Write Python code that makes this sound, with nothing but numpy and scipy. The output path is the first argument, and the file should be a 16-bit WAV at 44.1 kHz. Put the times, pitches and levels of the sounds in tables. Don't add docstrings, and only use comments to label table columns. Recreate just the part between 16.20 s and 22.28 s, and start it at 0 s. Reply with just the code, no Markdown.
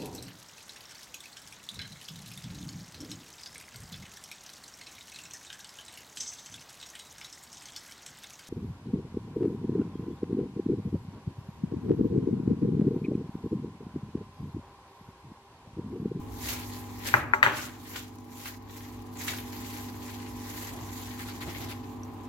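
import sys
import numpy as np
from scipy import signal
from scipy.fft import rfft, irfft
from scipy.io import wavfile
from scipy.ndimage import uniform_filter1d, minimum_filter1d

SR = 44100
rng = np.random.default_rng(int(sys.argv[2]) if len(sys.argv) > 2 else 0)


def unload_audio(sound):
    columns = np.transpose(np.atleast_2d(sound))
    steps = np.round(np.clip(columns, -1, 1) * 32767)
    wavfile.write(sys.argv[1], SR, steps.astype(np.int16))


N = 268128
TIME = np.arange(N) / SR
BIN_HZ = np.maximum(np.arange(N // 2 + 1) * SR / N, 1)

# frequency_hz, coherence
COHERENCE = [(100, 0.91), (290, 0.86), (640, 0.49), (1400, 0.45), (3000, 0.22), (7000, 0)]
# pitch_hz, rms_db, left_minus_right_db
HUM_TONES = [(48.1, -68, -9), (100.6, -47, 2.5), (170.5, -64, 9.5), (198.3, -65, 4), (245.5, -46, -1),
             (251, -64, -1), (297.3, -55.5, -7), (341.5, -58, -7), (393.3, -64, -13.5), (440.3, -61, -15),
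             (581, -73, -9), (736, -75.5, 11), (764, -64.5, -1), (816.3, -57, 0.5), (1007, -62, 4)]
# fastest_s, swish_db, rise_s, fall_s, crinkle_re_swish_db
STROKES = [(0.295, -38, 0.079, 0.072, -3), (0.5, -49, 0.12, 0.16, -1.5), (0.79, -53.5, 0.14, .08, -2.5),
           (0.877, -36, 0.032, 0.04, 2), (0.97, -43.5, 0.056, 0.039, 6), (1.395, -38.5, 0.071, 0.092, 0),
           (1.765, -43, 0.12, 0.081, -1), (2.268, -41, 0.1, 0.051, -2.5), (2.565, -50.5, 0.07, 0.18, 2),
           (3.011, -44, 0.037, 0.075, -3), (3.09, -39, 0.066, 0.082, -3.5), (3.47, -48, 0.25, .36, -0.5),
           (3.89, -51, 0.082, 0.21, 2), (4.35, -45.5, 0.17, 0.26, -1), (4.815, -49.5, 0.19, 0.32, -2.5),
           (5.41, -50, 0.33, 0.13, 2.5), (5.69, -59, 0.057, 0.051, -4)]
# start_s, level_db, length_s
SCRUNCHES = [(0.33, -47.5, 0.13), (2.247, -41, 0.055), (3.062, -38.5, 0.049), (4.974, -43.5, 0.073),
             (5.052, -46, 0.071), (5.204, -41.5, 0.045), (5.264, -46, 0.065), (5.4, -46, 0.054),
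             (5.484, -42.5, 0.054)]
# start_s, level_db, length_s
BOWL_BUMPS = [(0.267, -43, 0.077), (0.928, -32.5, 0.15), (1.205, -34.5, 0.21), (3.088, -43, 0.048),
              (4.503, -42.5, 0.1), (4.6, -47, 0.063), (5.258, -36.5, 0.05), (5.387, -42.5, 0.15)]
# start_s, level_db, pitch_hz, t60_s
SNAPS_AND_TICKS = [(0.286, -33, 2680, 0.056), (1.369, -30, 3000, 0.044), (1.757, -30, 1300, 0.056),
                   (1.760, -33.5, 3200, 0.069), (1.986, -44, 6000, .012), (2.256, -32, 1500, 0.059),
                   (3.081, -27, 2290, 0.058), (3.089, -39, 3900, 0.043), (3.135, -31.5, 1460, 0.021),
                   (3.184, -37.5, 2340, 0.051), (3.88, -45, 2100, 0.05), (4.0, -46, 2150, 0.045),
                   (5.834, -47, 6500, 0.008)]
# ratio_to_pitch, gain_db
BURST_SPECTRUM = [(1 / 4, -22), (1 / 1.37, -6), (1, 0), (1.7, -8), (4, -24)]
# start_s, level_db, brightness_hz, ring_db, tilt_db_per_octave, room_send_db
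DISH_CONTACTS = [(0.9397, 2, 2560, -7, -1, -2.5), (1.1352, -1.5, 2400, -1.5, -1, -10),
                 (1.2283, 4.5, 4540, -5.5, 5, -0.5), (1.2325, -7, 4500, -1, 1, 6.5),
                 (1.2552, -16, 3400, -6, 5, 0), (1.2629, -2.5, 3370, -4, -4, -6),
                 (1.2723, -11.5, 3000, -2, -3, -3)]
# pitch_hz, level_db, t60_s
DISH_MODES = [(387, -31, 0.2), (598, -38.5, 0.55), (853, -28, 0.3), (937, -18.5, 0.12), (1115, -32, 0.48),
              (1284, -30.5, 0.56), (1380, -16.5, 0.092), (1610, -38, 0.38), (1660, -29.5, 0.19),
              (1860, -30, 0.15), (1860, -26, 0.055), (2080, -5, 0.032), (2410, -7, 0.015),
              (2680, -33, 0.093), (3094, -32, 0.27), (3720, -30, 0.076), (4510, -33.5, 0.073)]

# frequency_hz, gain_db
ROOM_AIR_SPECTRUM = [(22, -30), (38, -12), (55, 5), (125, 0), (170, -9), (265, 5.5), (400, -8.5),
                     (600, -14.5), (1030, -2.5), (1400, -21), (3000, -26), (7000, -40), (9000, -47),
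                     (15500, -45)]
DRAUGHT_SPECTRUM = [(25, -27), (45, -3), (70, 10), (110, -15), (300, -35), (1000, -37)]
SWISH_SPECTRUM = [(500, -11), (1500, -4.5), (3000, -5.5), (4200, -1), (5200, -2), (7000, 2), (8600, -6.5),
                  (10000, -5.5), (12500, 1.5), (16000, -7)]
CRINKLE_SPECTRUM = [(200, -5), (500, 2), (1000, -5), (1900, 6), (2600, 1.5), (4200, -1.5), (6000, -11),
                    (10000, -30)]
SCRUNCH_SPECTRUM = [(400, -21), (1100, -3), (2000, -2.5), (4400, -4.5), (6500, -18.5), (12000, -18.5)]
TICK_SPECTRUM = [(800, -25), (2500, -9), (5000, -1), (7000, 0), (9000, -6), (12500, 0), (16000, -4)]
BOWL_SPECTRUM = [(40, -15), (80, 3), (125, 9), (190, -11), (320, 4), (480, -12), (700, -5),
                 (1200, -13.5), (4000, -59)]
DISH_ECHO_SPECTRUM = [(60, -21), (130, -24), (470, -8), (595, 3), (700, -3.5), (900, 3.5), (1150, 4),
                      (1500, 6.5), (2000, 1.5), (3000, -5), (5000, -20), (9000, -8.5)]
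# frequency_hz, gain_db
GLASSY_CLICK_SPECTRUM = [(2000, -9), (4500, -1), (5100, -15), (6000, 2), (6700, -9), (7500, -1.5),
                         (8400, -13.5), (9700, -17), (10400, -11), (11200, -12), (12600, -8), (13300, -5),
                         (14300, -23), (15700, -5.5)]


def gain(db):
    return 10 ** (np.asarray(db) / 20)


def over_bins(points):
    hz, value = np.transpose(points)
    return np.interp(np.log(BIN_HZ), np.log(hz), value)


def colour(x, spectrum):
    shaped = irfft(rfft(x) * gain(over_bins(spectrum)), N)
    return shaped / shaped.std()


def pan(db):
    return gain(np.array([[db], [-db]]) / 2)


def wander(rate_hz):
    knots = rng.standard_normal(int(N / SR * rate_hz) + 3)
    path = np.interp(TIME * rate_hz, np.arange(len(knots)), knots)
    return 1.25 * uniform_filter1d(path, int(SR / rate_hz / 2))


def diffuse_noise():
    mid, side = rfft(rng.standard_normal((2, N)))
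    coherence = over_bins(COHERENCE)
    mid, side = mid * np.sqrt(1 + coherence), side * np.sqrt(1 - coherence)
    return irfft(np.array([mid + side, mid - side]), N) / np.sqrt(2)


def decay(t, t60_s):
    return np.exp(-np.log(1000) * t / t60_s)


def add(out, start_s, sound):
    i = int(start_s * SR)
    out[:, i:i + sound.shape[-1]] += sound[..., :N - i]


def kitchen(x, wet_db, t60_s):
    t = TIME[:SR // 2]
    tail = diffuse_noise()[:, :len(t)] * decay(t, t60_s) * (t > .004)
    tail *= gain(wet_db) / np.sqrt(np.sum(tail ** 2) / 2)
    return x + signal.fftconvolve(x, tail, axes=1)[:, :N]


def impulses(per_s, spread_db):
    size = gain(spread_db * np.minimum(rng.exponential(size=N), 5))
    return (rng.random(N) < per_s / SR) * size * rng.standard_normal((2, N))


def fridge(air_db=-46, waver_db=1.18, drift_rad=0.47):
    out = colour(diffuse_noise(), ROOM_AIR_SPECTRUM) * gain(air_db + .5 * wander(3.03))
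    for hz, db, pan_db in HUM_TONES:
        tone = np.sqrt(2) * np.sin(2 * np.pi * hz * TIME + drift_rad * wander(5.13))
        out += tone * gain(db + waver_db * wander(6)) * pan(pan_db)
    return out


def draught(end_s=0.49, level_db=-47):
    rumble = colour(diffuse_noise(), DRAUGHT_SPECTRUM)
    return rumble * gain(level_db) * np.clip((end_s - TIME) / 0.066, 0, 1)


def strokes(drop_db=8.5, roundness=1.35, fold_follow=0.87):
    sliding, folding = gain(-67), gain(-63)
    for fastest_s, db, rise_s, fall_s, fold_db in STROKES:
        from_peak = np.maximum((fastest_s - TIME) / rise_s, (TIME - fastest_s) / fall_s)
        sink_db = drop_db * from_peak ** roundness
        sliding = np.hypot(sliding, gain(db - sink_db))
        folding = np.hypot(folding, gain(db + fold_db - fold_follow * sink_db))
    return sliding, folding


def flicker(x, depth_db, rate_hz, bands=14):
    position = np.clip(np.log(BIN_HZ / 1000) / np.log(16), 0, 1) * (bands - 1)
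    spectrum, out = rfft(x), 0
    for k in range(bands):
        band = irfft(spectrum * np.maximum(1 - np.abs(position - k), 0), N)
        out = out + band * gain(depth_db * wander(rate_hz))
    return out


def glove(grip_swish_db=-7):
    sliding, folding = strokes()
    swish = colour(impulses(per_s=9000, spread_db=-1), SWISH_SPECTRUM) * pan(-1.6)
    swish *= gain(1.5 + 1.52 * wander(110))
    crinkle = colour(impulses(per_s=3000, spread_db=-1), CRINKLE_SPECTRUM) * pan(4.9)
    crinkle *= gain(-2.5 + 2.1 * wander(90))
    scrunch = colour(impulses(per_s=3000, spread_db=1), SCRUNCH_SPECTRUM) * pan(2.4)
    grip = np.zeros(N)
    for start_s, db, length_s in SCRUNCHES:
        progress = np.clip((TIME - start_s) / length_s, 0, 1)
        grip += gain(db) * np.sqrt(np.sin(np.pi * progress))
    film = swish * np.hypot(sliding, gain(grip_swish_db) * grip) + crinkle * folding + scrunch * grip
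    film = flicker(film, depth_db=1.9, rate_hz=36) * gain(.9 * wander(45))
    return kitchen(film, wet_db=-9.5, t60_s=0.2)


def paste_ticks():
    ticks = colour(impulses(per_s=16, spread_db=1), TICK_SPECTRUM)
    return kitchen(ticks * gain(-71), wet_db=5, t60_s=0.048)


def bowl():
    boom = colour(diffuse_noise(), BOWL_SPECTRUM)
    envelope = np.zeros(N)
    for start_s, db, length_s in BOWL_BUMPS:
        age = np.maximum(TIME - start_s, 0) / (length_s / 3)
        envelope += gain(db) * age * np.exp(1 - age)
    return boom * envelope


def snaps_and_ticks():
    out, t = np.zeros((2, N)), TIME[:SR // 6]
    noise = diffuse_noise()
    for start_s, db, hz, t60_s in SNAPS_AND_TICKS:
        band = colour(noise, [(hz * ratio, gain_db) for ratio, gain_db in BURST_SPECTRUM])
        burst = np.roll(band, -int(start_s * SR), axis=1)[:, :len(t)]
        add(out, start_s, gain(db) * burst * decay(t, t60_s))
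    return kitchen(out * pan(2.4), wet_db=-3, t60_s=0.36)


def dish(thud_s=0.00061, port_lag_s=0.00023, early_db=-13, room_db=-21):
    out, t = np.zeros((2, N)), TIME[:SR * 3 // 4]
    age = np.maximum(t - np.array([[0], [port_lag_s]]), 0)
    shade = gain([[1], [-5]])
    noises = np.array([colour(diffuse_noise(), DISH_ECHO_SPECTRUM),
                       colour(diffuse_noise(), GLASSY_CLICK_SPECTRUM)])
    for start_s, db, brightness_hz, ring_db, tilt_db, send_db in DISH_CONTACTS:
        echo, click = np.roll(noises, rng.integers(N), axis=2)[..., :len(t)]
        hardness = np.log2(brightness_hz / 3000)
        click = click * gain(-37 + 8 * hardness) * decay(t, t60_s=0.26)
        thud_hz = 1600 * 2 ** (0.26 * hardness)
        thud = shade * age / thud_s * np.exp(1 - age / thud_s) * np.sin(2 * np.pi * thud_hz * age)
        ring = np.zeros_like(age)
        for hz, mode_db, t60_s in DISH_MODES:
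            size = gain(ring_db + mode_db + tilt_db * np.log2(hz / thud_hz))
            ring += size * decay(age, t60_s) * np.sin(2 * np.pi * (hz * age + rng.random()))
        early = gain(early_db) * decay(t, t60_s=0.051)
        late = gain(room_db + send_db) * decay(t, t60_s=0.53) * np.minimum(t / .008, 1)
        tail = (ring * pan(3.1) + echo * np.hypot(early, late) * pan(0.49)) * np.minimum(t / 0.0015, 1)
        lowpass = signal.butter(7, brightness_hz, fs=SR, output="sos")
        add(out, start_s, gain(db) * (signal.sosfilt(lowpass, thud + tail) + click))
    return out


def air_pocket(start_s=5.8335, level_db=-39, pitch_hz=5850, t60_s=.022):
    out, t = np.zeros((2, N)), TIME[:SR // 10]
    add(out, start_s, gain(level_db) * decay(t, t60_s) * np.sin(2 * np.pi * pitch_hz * t))
    return out


def scene():
    return (glove() + snaps_and_ticks() + air_pocket() + dish() + bowl()
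            + draught() + fridge() + paste_ticks())


def record(dry, ceiling_db=0.8, hold_s=1.18, release_db_per_s=7.5, cutoff_hz=15900):
    peak_db = 20 * np.log10(np.abs(dry).max(axis=0) + 1e-9)
    excess_db = np.maximum(peak_db - ceiling_db, 0)
    half_hold = int(hold_s * SR / 2)
    held_db = -minimum_filter1d(-excess_db, 2 * half_hold + 1, origin=half_hold, mode="constant")
    recovery_db = release_db_per_s * TIME
    cut_db = np.maximum.accumulate(held_db + recovery_db) - recovery_db
    lowpass = signal.ellip(10, .1, 80, cutoff_hz, fs=SR, output="sos")
    return signal.sosfilt(lowpass, dry * gain(-cut_db))


dry = scene()
out = record(dry)
unload_audio(out)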